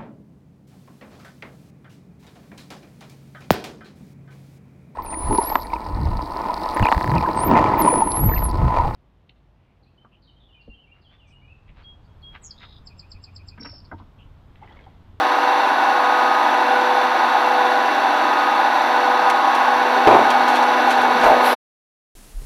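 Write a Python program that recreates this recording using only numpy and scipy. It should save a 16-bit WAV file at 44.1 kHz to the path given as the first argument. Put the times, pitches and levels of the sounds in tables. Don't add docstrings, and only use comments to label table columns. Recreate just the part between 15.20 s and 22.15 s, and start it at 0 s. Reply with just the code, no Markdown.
import sys
import numpy as np
from scipy.fft import rfft, irfft, next_fast_len
from scipy.io import wavfile
from scipy.ndimage import uniform_filter1d, minimum_filter1d, map_coordinates

SR = 44100
rng = np.random.default_rng(int(sys.argv[2]) if len(sys.argv) > 2 else 0)


def to_wav(s):
    ch = np.atleast_2d(s).T
    pcm = np.round(np.clip(ch, -1, 1) * 32767)
    wavfile.write(sys.argv[1], SR, pcm.astype(np.int16))


N = 306567

# time_s, load (0-1)
PRESSURE_LOAD = [(0, 0), (1.5, 0.23), (4.3, 0.17), (4.95, .85), (6.3, 1)]
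# frequency_hz, relative_density_db
HOUSING_BODY = [(25, -54), (70, -53.5), (100, -38.5), (130, -47.5), (162, -38), (180, -24), (215, -22.5),
                (300, -6.5), (450, -13.5), (650, -5), (800, 1.5), (1150, -9), (1650, -4.5), (2100, -14.5),
                (4400, -21.5), (6500, -38.5)]
# centre_hz, width_hz, gain_db
HOUSING_HUMPS = [(786, 77.8, 4.5), (902, 110, 5), (1477, 72, 7), (2702, 160, 6.5), (3080, 330, -4.5),
                 (3504, 146, 7.5), (3847, 200, 6.5), (4410, 160, 6), (5150, 860, -3.5), (5900, 350, 8)]
# frequency_hz, relative_density_db
PIPE_FIZZ = [(2940, -37.5), (5000, -7), (5390, -4.5), (5850, 1), (6220, -6), (6830, -17), (7660, -9),
             (8460, -22), (9210, -9), (10000, -19.5), (10700, -6.5), (11100, -8.5), (13100, -13.5),
             (14900, -25.5), (15500, -35.5)]
# frequency_hz, relative_density_db
FRAME_STRAIN = [(50, -32), (100, -13.5), (160, -12.0), (230, 3.5), (500, 19.0), (900, -38.0)]
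# order (multiple of shaft rate), level_db
PUMP_ORDERS = [(14, -43), (24, -41), (25, -41), (28, -35), (30, -35), (32, -28), (33, -35), (36, -35),
               (40, -27), (41, -42), (42, -44), (45, -43), (47, -43), (48, -41), (49, -42), (60, -41),
               (64, -42), (70, -37), (80, -43), (100, -49), (110, -48), (120, -48), (130, -52), (150, -52),
               (160, -52)]
# order (multiple of shaft rate), level_db
MOTOR_ORDERS = [(12, -40), (13, -45), (15, -47), (16, -47), (27, -40), (28, -43), (30, -39), (32, -30),
                (34, -27), (36, -36), (40, -32), (44, -36), (45, -31), (60, -38), (80, -47)]
# nominal_pitch_hz, level_db
MOTOR_WHINES = [(593, -42), (607, -43), (643, -40), (763, -33), (775, -37), (793, -31), (890, -37),
                (911, -31), (1002, -31), (1072, -37), (1443, -37), (1484, -37), (1888, -44), (2146, -48),
                (2714, -48)]
# order, level_db, depth (0-1), beat_period_s, first_crest_s
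BEATING_ORDERS = [(20, -32, .5, .75, .17), (50, -30.5, .42, 1.03, 0)]
# frequency_hz, relative_density_db
HISS_SPECTRUM = [(500, -22.5), (2000, 7.5), (4000, 4), (6500, -12), (9000, -12.5), (11000, -1.5),
                 (13000, -8), (15500, -15)]
# start_s, level_db, pitch_hz
FRAME_GROANS_AND_KNOCKS = [(4.0, -35, 192), (4.31, -50, 105), (4.53, -45, 105), (4.745, -19.5, 400),
                           (4.872, -23.5, 115), (4.95, -20.5, 215), (5.08, -39.5, 150), (5.24, -28, 297),
                           (5.67, -45, 130), (5.77, -42, 110), (5.88, -43, 120), (5.93, -20, 236.3),
                           (5.96, -31, 175)]
# start_s, level_db, panel_ring_db (relative to the snap)
CREASE_SNAPS = [(4.098, -26, 2), (4.348, -30, -3), (4.885, -41, -0.5), (5.102, -33, 13.5),
                (5.279, -39, 15.5), (5.427, -32, -11), (5.705, -31.5, -4), (5.815, -36, -3)]
# start_s, length_s, level_db
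CRINKLE_SPELLS = [(5.247, 0.16, -36.5), (5.66, 0.33, -42), (5.997, 0.079, -37.5)]
# frequency_hz, relative_density_db
SNAP_SPECTRUM = [(800, -19), (2400, 7.5), (3200, 6.5), (4800, -4.5), (6000, -2), (8000, -9.5),
                 (11000, -6.5), (15000, -23.5)]
# centre_hz, width_hz, gain_db
PANEL_MODES = [(2170, 70, -4), (2420, 90, -1), (2560, 70, -3), (3230, 160, 0), (4170, 120, -7)]
# frequency_hz, relative_density_db
CRACK_SPECTRUM = [(200, -9.5), (600, -0.5), (1200, 2), (2600, -10), (5000, -25), (9000, -41.5),
                  (15000, -40)]
# start_s, level_db, rise_s, t60_s, boom_db, brightness_db, thud_db
JOLTS = [(4.872, -7.5, .0004, 0.49, 1.5, -4, -48), (4.905, -11, .004, 0.5, -2, -5, -52),
         (4.935, -9, 0.0036, 0.57, 1, -6, -46), (5.21, -18, .005, 0.16, -2, -5.5, -54),
         (5.265, -21.5, .005, 0.18, -3, 5, -70), (6.033, -9.5, 0.0015, 0.3, -7, -3, -38.5),
         (6.056, -7.5, .001, 0.25, -9.5, -8, -35), (6.098, -11, .001, 1, -9.5, -8.5, -50)]
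# pitch_hz, level_db, t60_s
DRUM_MODES = [(235, -12, .3), (335, -6, .25), (430, -5, .25), (545, -7, .2), (625, -1, .3), (690, -1, .3),
              (760, -2, .3), (875, -1, .3), (1020, -4, .2), (1390, -10, .2), (1560, -12, .2),
              (2050, -15, .15), (2380, -14, .15)]
# frequency_hz, relative_density_db
CRUMPLE_SPECTRUM = [(60, -36), (150, -21), (230, -9), (360, -1), (500, -2), (650, 4), (1000, 2), (1300, -6),
                    (1700, -10), (2400, -13), (4000, -27), (8000, -45), (15000, -58)]
# frequency_hz, relative_density_db
THUD_SPECTRUM = [(15, -4), (35, 0), (60, -4), (100, -6), (160, -11), (300, -30)]

PUMP_HZ, MOTOR_HZ = 24.92, 24.43
STROKES = 10
HUM_DB, HUM_GROWTH = -32, .62
WHINE_ORDER, WHINE_DB, WHINE_LOAD_DB = 90, -43, 6.5
RUSH_DB, RUSH_LOAD_DB = -25.5, 1.5
HISS_S, HISS_RISE_S, HISS_DB, HISS_SAG_DB_PER_S = 6.215, 0.049, -26.5, 50.5
GROAN_RISE_S, GROAN_T60_S = .025, 0.36
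SNAP_RISE_S, SNAP_T60_S = .0007, 0.076
CRINKLE_UNEVEN_DB, CRINKLE_RATE_HZ, CRINKLE_RING_DB = 8, 40, 1.5
CRACK_S, CRACK_DB, CRACK_T60_S = 4.8725, -5, 0.058
BOOM_HZ, BRIGHT_HZ = 513, 1100
THUD_T60_S = .33
END_S, FADE_S = 6.332, .022
TOP_HZ = 15800


def amp(db):
    return 10 ** (np.asarray(db) / 20)


def unit(x):
    return x / np.sqrt(np.mean(x ** 2) + 1e-20)


def along(points, hz):
    f, v = np.transpose(points)
    return np.interp(np.log(hz + 1), np.log(f + 1), v)


def curve(rows):
    return np.interp(np.arange(N) / SR, *np.transpose(rows))


def wobble(rate):
    coarse = np.arange(0, N + 64, 64)
    knots = rng.standard_normal(int(N * rate / SR) + 4)
    smooth = map_coordinates(knots, [coarse * rate / SR])
    return np.interp(np.arange(N), coarse, smooth)


def filtered(x, response):
    m = next_fast_len(N + SR // 4)
    return irfft(rfft(x, m) * response(np.fft.rfftfreq(m, 1 / SR)), m)[:N]


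def noise(spectrum):
    return unit(filtered(rng.standard_normal(N), lambda hz: amp(along(spectrum, hz))))


def ramp(s, length):
    return np.clip((np.arange(N) / SR - s) / length, 0, 1)


def burst(s, rise, t60):
    t = np.maximum(np.arange(N) / SR - s, 0)
    return (1 - np.exp(-t / rise)) * np.exp(-np.log(1000) * t / t60)


def resonances(f, modes):
    return sum(amp(db) * 1j * f * width / (hz ** 2 - f ** 2 + 1j * f * width) for hz, width, db in modes)


def housing(hz):
    humps = sum(db / (1 + (2 * (hz - centre) / width) ** 2) for centre, width, db in HOUSING_HUMPS)
    return amp(along(HOUSING_BODY, hz) + humps) / np.sqrt(1 + (hz / 6800) ** 16)


def oil(load):
    rush = unit(filtered(rng.standard_normal(N), housing))
    fizz = noise(PIPE_FIZZ) * amp(-22.0 + load)
    strain = noise(FRAME_STRAIN) * amp(-51 + 20 * load + 2.77 * wobble(7))
    flicker_db = 0.29 * wobble(12) + .6 * wobble(160)
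    flow = amp(RUSH_DB + RUSH_LOAD_DB * load + flicker_db)
    return flow * (amp(5) * rush + fizz) + strain


def tone(turns, swell_db, flutter):
    angle = 2 * np.pi * (turns + rng.random()) + flutter * wobble(14)
    return unit(amp(swell_db * wobble(2.526)) * np.sin(angle.astype(np.float32)))


def beat(depth, period, crest):
    return np.abs(1 + depth * np.exp(2j * np.pi * (np.arange(N) / SR - crest) / period))


def rattle(turns, size=2048):
    pattern = rng.standard_normal(size)
    position = (turns * size).astype(int) % size
    return unit(filtered(pattern[position], housing))


def power_unit():
    load = np.maximum(curve(PRESSURE_LOAD), 1e-3)
    pump_speed = 1 + .0003 * wobble(3) - .0006 * load * (1 + wobble(4))
    motor_speed = 1 + .0005 * wobble(2)
    pump = np.cumsum(PUMP_HZ * pump_speed) / SR
    motor = np.cumsum(MOTOR_HZ * motor_speed) / SR
    out = amp(-28.5) * (rattle(pump) + rattle(motor))
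    out += amp(HUM_DB) * load ** HUM_GROWTH * tone(STROKES * pump, swell_db=0.0, flutter=.09)
    out += amp(WHINE_DB + WHINE_LOAD_DB * load) * tone(WHINE_ORDER * pump, swell_db=.5, flutter=0.22)
    for order, db, depth, period, crest in BEATING_ORDERS:
        out += amp(db) * beat(depth, period, crest) * tone(order * pump, swell_db=2.0, flutter=.09)
    for order, db in PUMP_ORDERS:
        brightening_db = 0.035 * order * (load - .25)
        out += amp(db - 0.6 + brightening_db) * tone(order * pump, swell_db=-0.5, flutter=0.41)
    for order, db in MOTOR_ORDERS:
        out += amp(db - 0.74) * tone(order * motor, swell_db=3.0, flutter=0.53)
    for hz, db in MOTOR_WHINES:
        out += amp(db - .6) * tone(hz * motor / MOTOR_HZ, swell_db=2.2, flutter=.35)
    return out + oil(load)


def hiss():
    since_peak = np.maximum(np.arange(N) / SR - HISS_S - HISS_RISE_S, 0)
    level = ramp(HISS_S, HISS_RISE_S) * amp(HISS_DB - HISS_SAG_DB_PER_S * since_peak)
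    return level * noise(HISS_SPECTRUM)


def groans_and_dull_knocks():
    t = np.arange(N) / SR
    waver = .8 * wobble(50)
    out = np.zeros(N)
    for s, db, hz in FRAME_GROANS_AND_KNOCKS:
        out += amp(db) * burst(s, GROAN_RISE_S, GROAN_T60_S) * np.sin(2 * np.pi * hz * t + waver)
    return out


def creases():
    spells = np.zeros(N)
    for s, length, db in CRINKLE_SPELLS:
        fall = 1 - ramp(s + length / 2, length / 2)
        spells += amp(db) * ramp(s, .015) * fall
    snap = spells * unit(amp(CRINKLE_UNEVEN_DB * wobble(CRINKLE_RATE_HZ)))
    ring = amp(CRINKLE_RING_DB) * snap
    for s, db, ring_db in CREASE_SNAPS:
        fold = amp(db) * burst(s, SNAP_RISE_S, SNAP_T60_S)
        snap += fold
        ring += amp(ring_db) * fold
    slips = unit(amp(2.5 * wobble(500)))
    panels = unit(filtered(slips * rng.standard_normal(N), lambda hz: resonances(hz, PANEL_MODES)))
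    return snap * slips * noise(SNAP_SPECTRUM) + ring * panels


def crack():
    return amp(CRACK_DB) * burst(CRACK_S, .0002, CRACK_T60_S) * noise(CRACK_SPECTRUM)


def jolt_gain(hz, boom_db, bright_db):
    boom = boom_db / (1 + (hz / BOOM_HZ) ** 8)
    bright = bright_db * (1 - 1 / (1 + (hz / BRIGHT_HZ) ** 8))
    return amp(boom + bright)


def drum_ring(boom_db, bright_db):
    t = np.arange(SR // 2) / SR
    ring = np.zeros(len(t))
    for hz, db, t60 in DRUM_MODES:
        decay = amp(db + rng.normal(0, 4.4) - 60 * t / t60)
        ring += jolt_gain(hz, boom_db, bright_db) * decay * np.sin(2 * np.pi * (hz * t + rng.random()))
    return t, ring


def knocks():
    out, frame = np.zeros((2, N))
    crumple = unit(amp(1.5 * wobble(110))) * noise(CRUMPLE_SPECTRUM)
    for s, db, rise, t60, boom_db, bright_db, thud_db in JOLTS:
        sheet = np.roll(crumple, rng.integers(N))
        sheet = filtered(sheet, lambda hz: jolt_gain(hz, boom_db, bright_db))
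        out += amp(db) * burst(s, rise, t60) * sheet
        t, ring = drum_ring(boom_db, bright_db)
        out[round(s * SR):][:len(t)] += amp(db - 9) * ring * (1 - np.exp(-t / rise))
        frame += amp(thud_db) * burst(s, .004, THUD_T60_S)
    return out + frame * noise(THUD_SPECTRUM)


def scene():
    return (power_unit() + hiss() + groans_and_dull_knocks() + creases() + crack() + knocks())[None]


def record(dry):
    needed = 1 / np.maximum(np.abs(dry[0]), 1)
    gain = uniform_filter1d(minimum_filter1d(needed, size=129), size=129)
    fade = (1 - ramp(END_S, FADE_S)) ** 2
    return filtered(dry[0] * gain * fade, lambda hz: np.clip((TOP_HZ - hz) / 300, 0, 1))[None]


dry = scene()
out = record(dry)
to_wav(out)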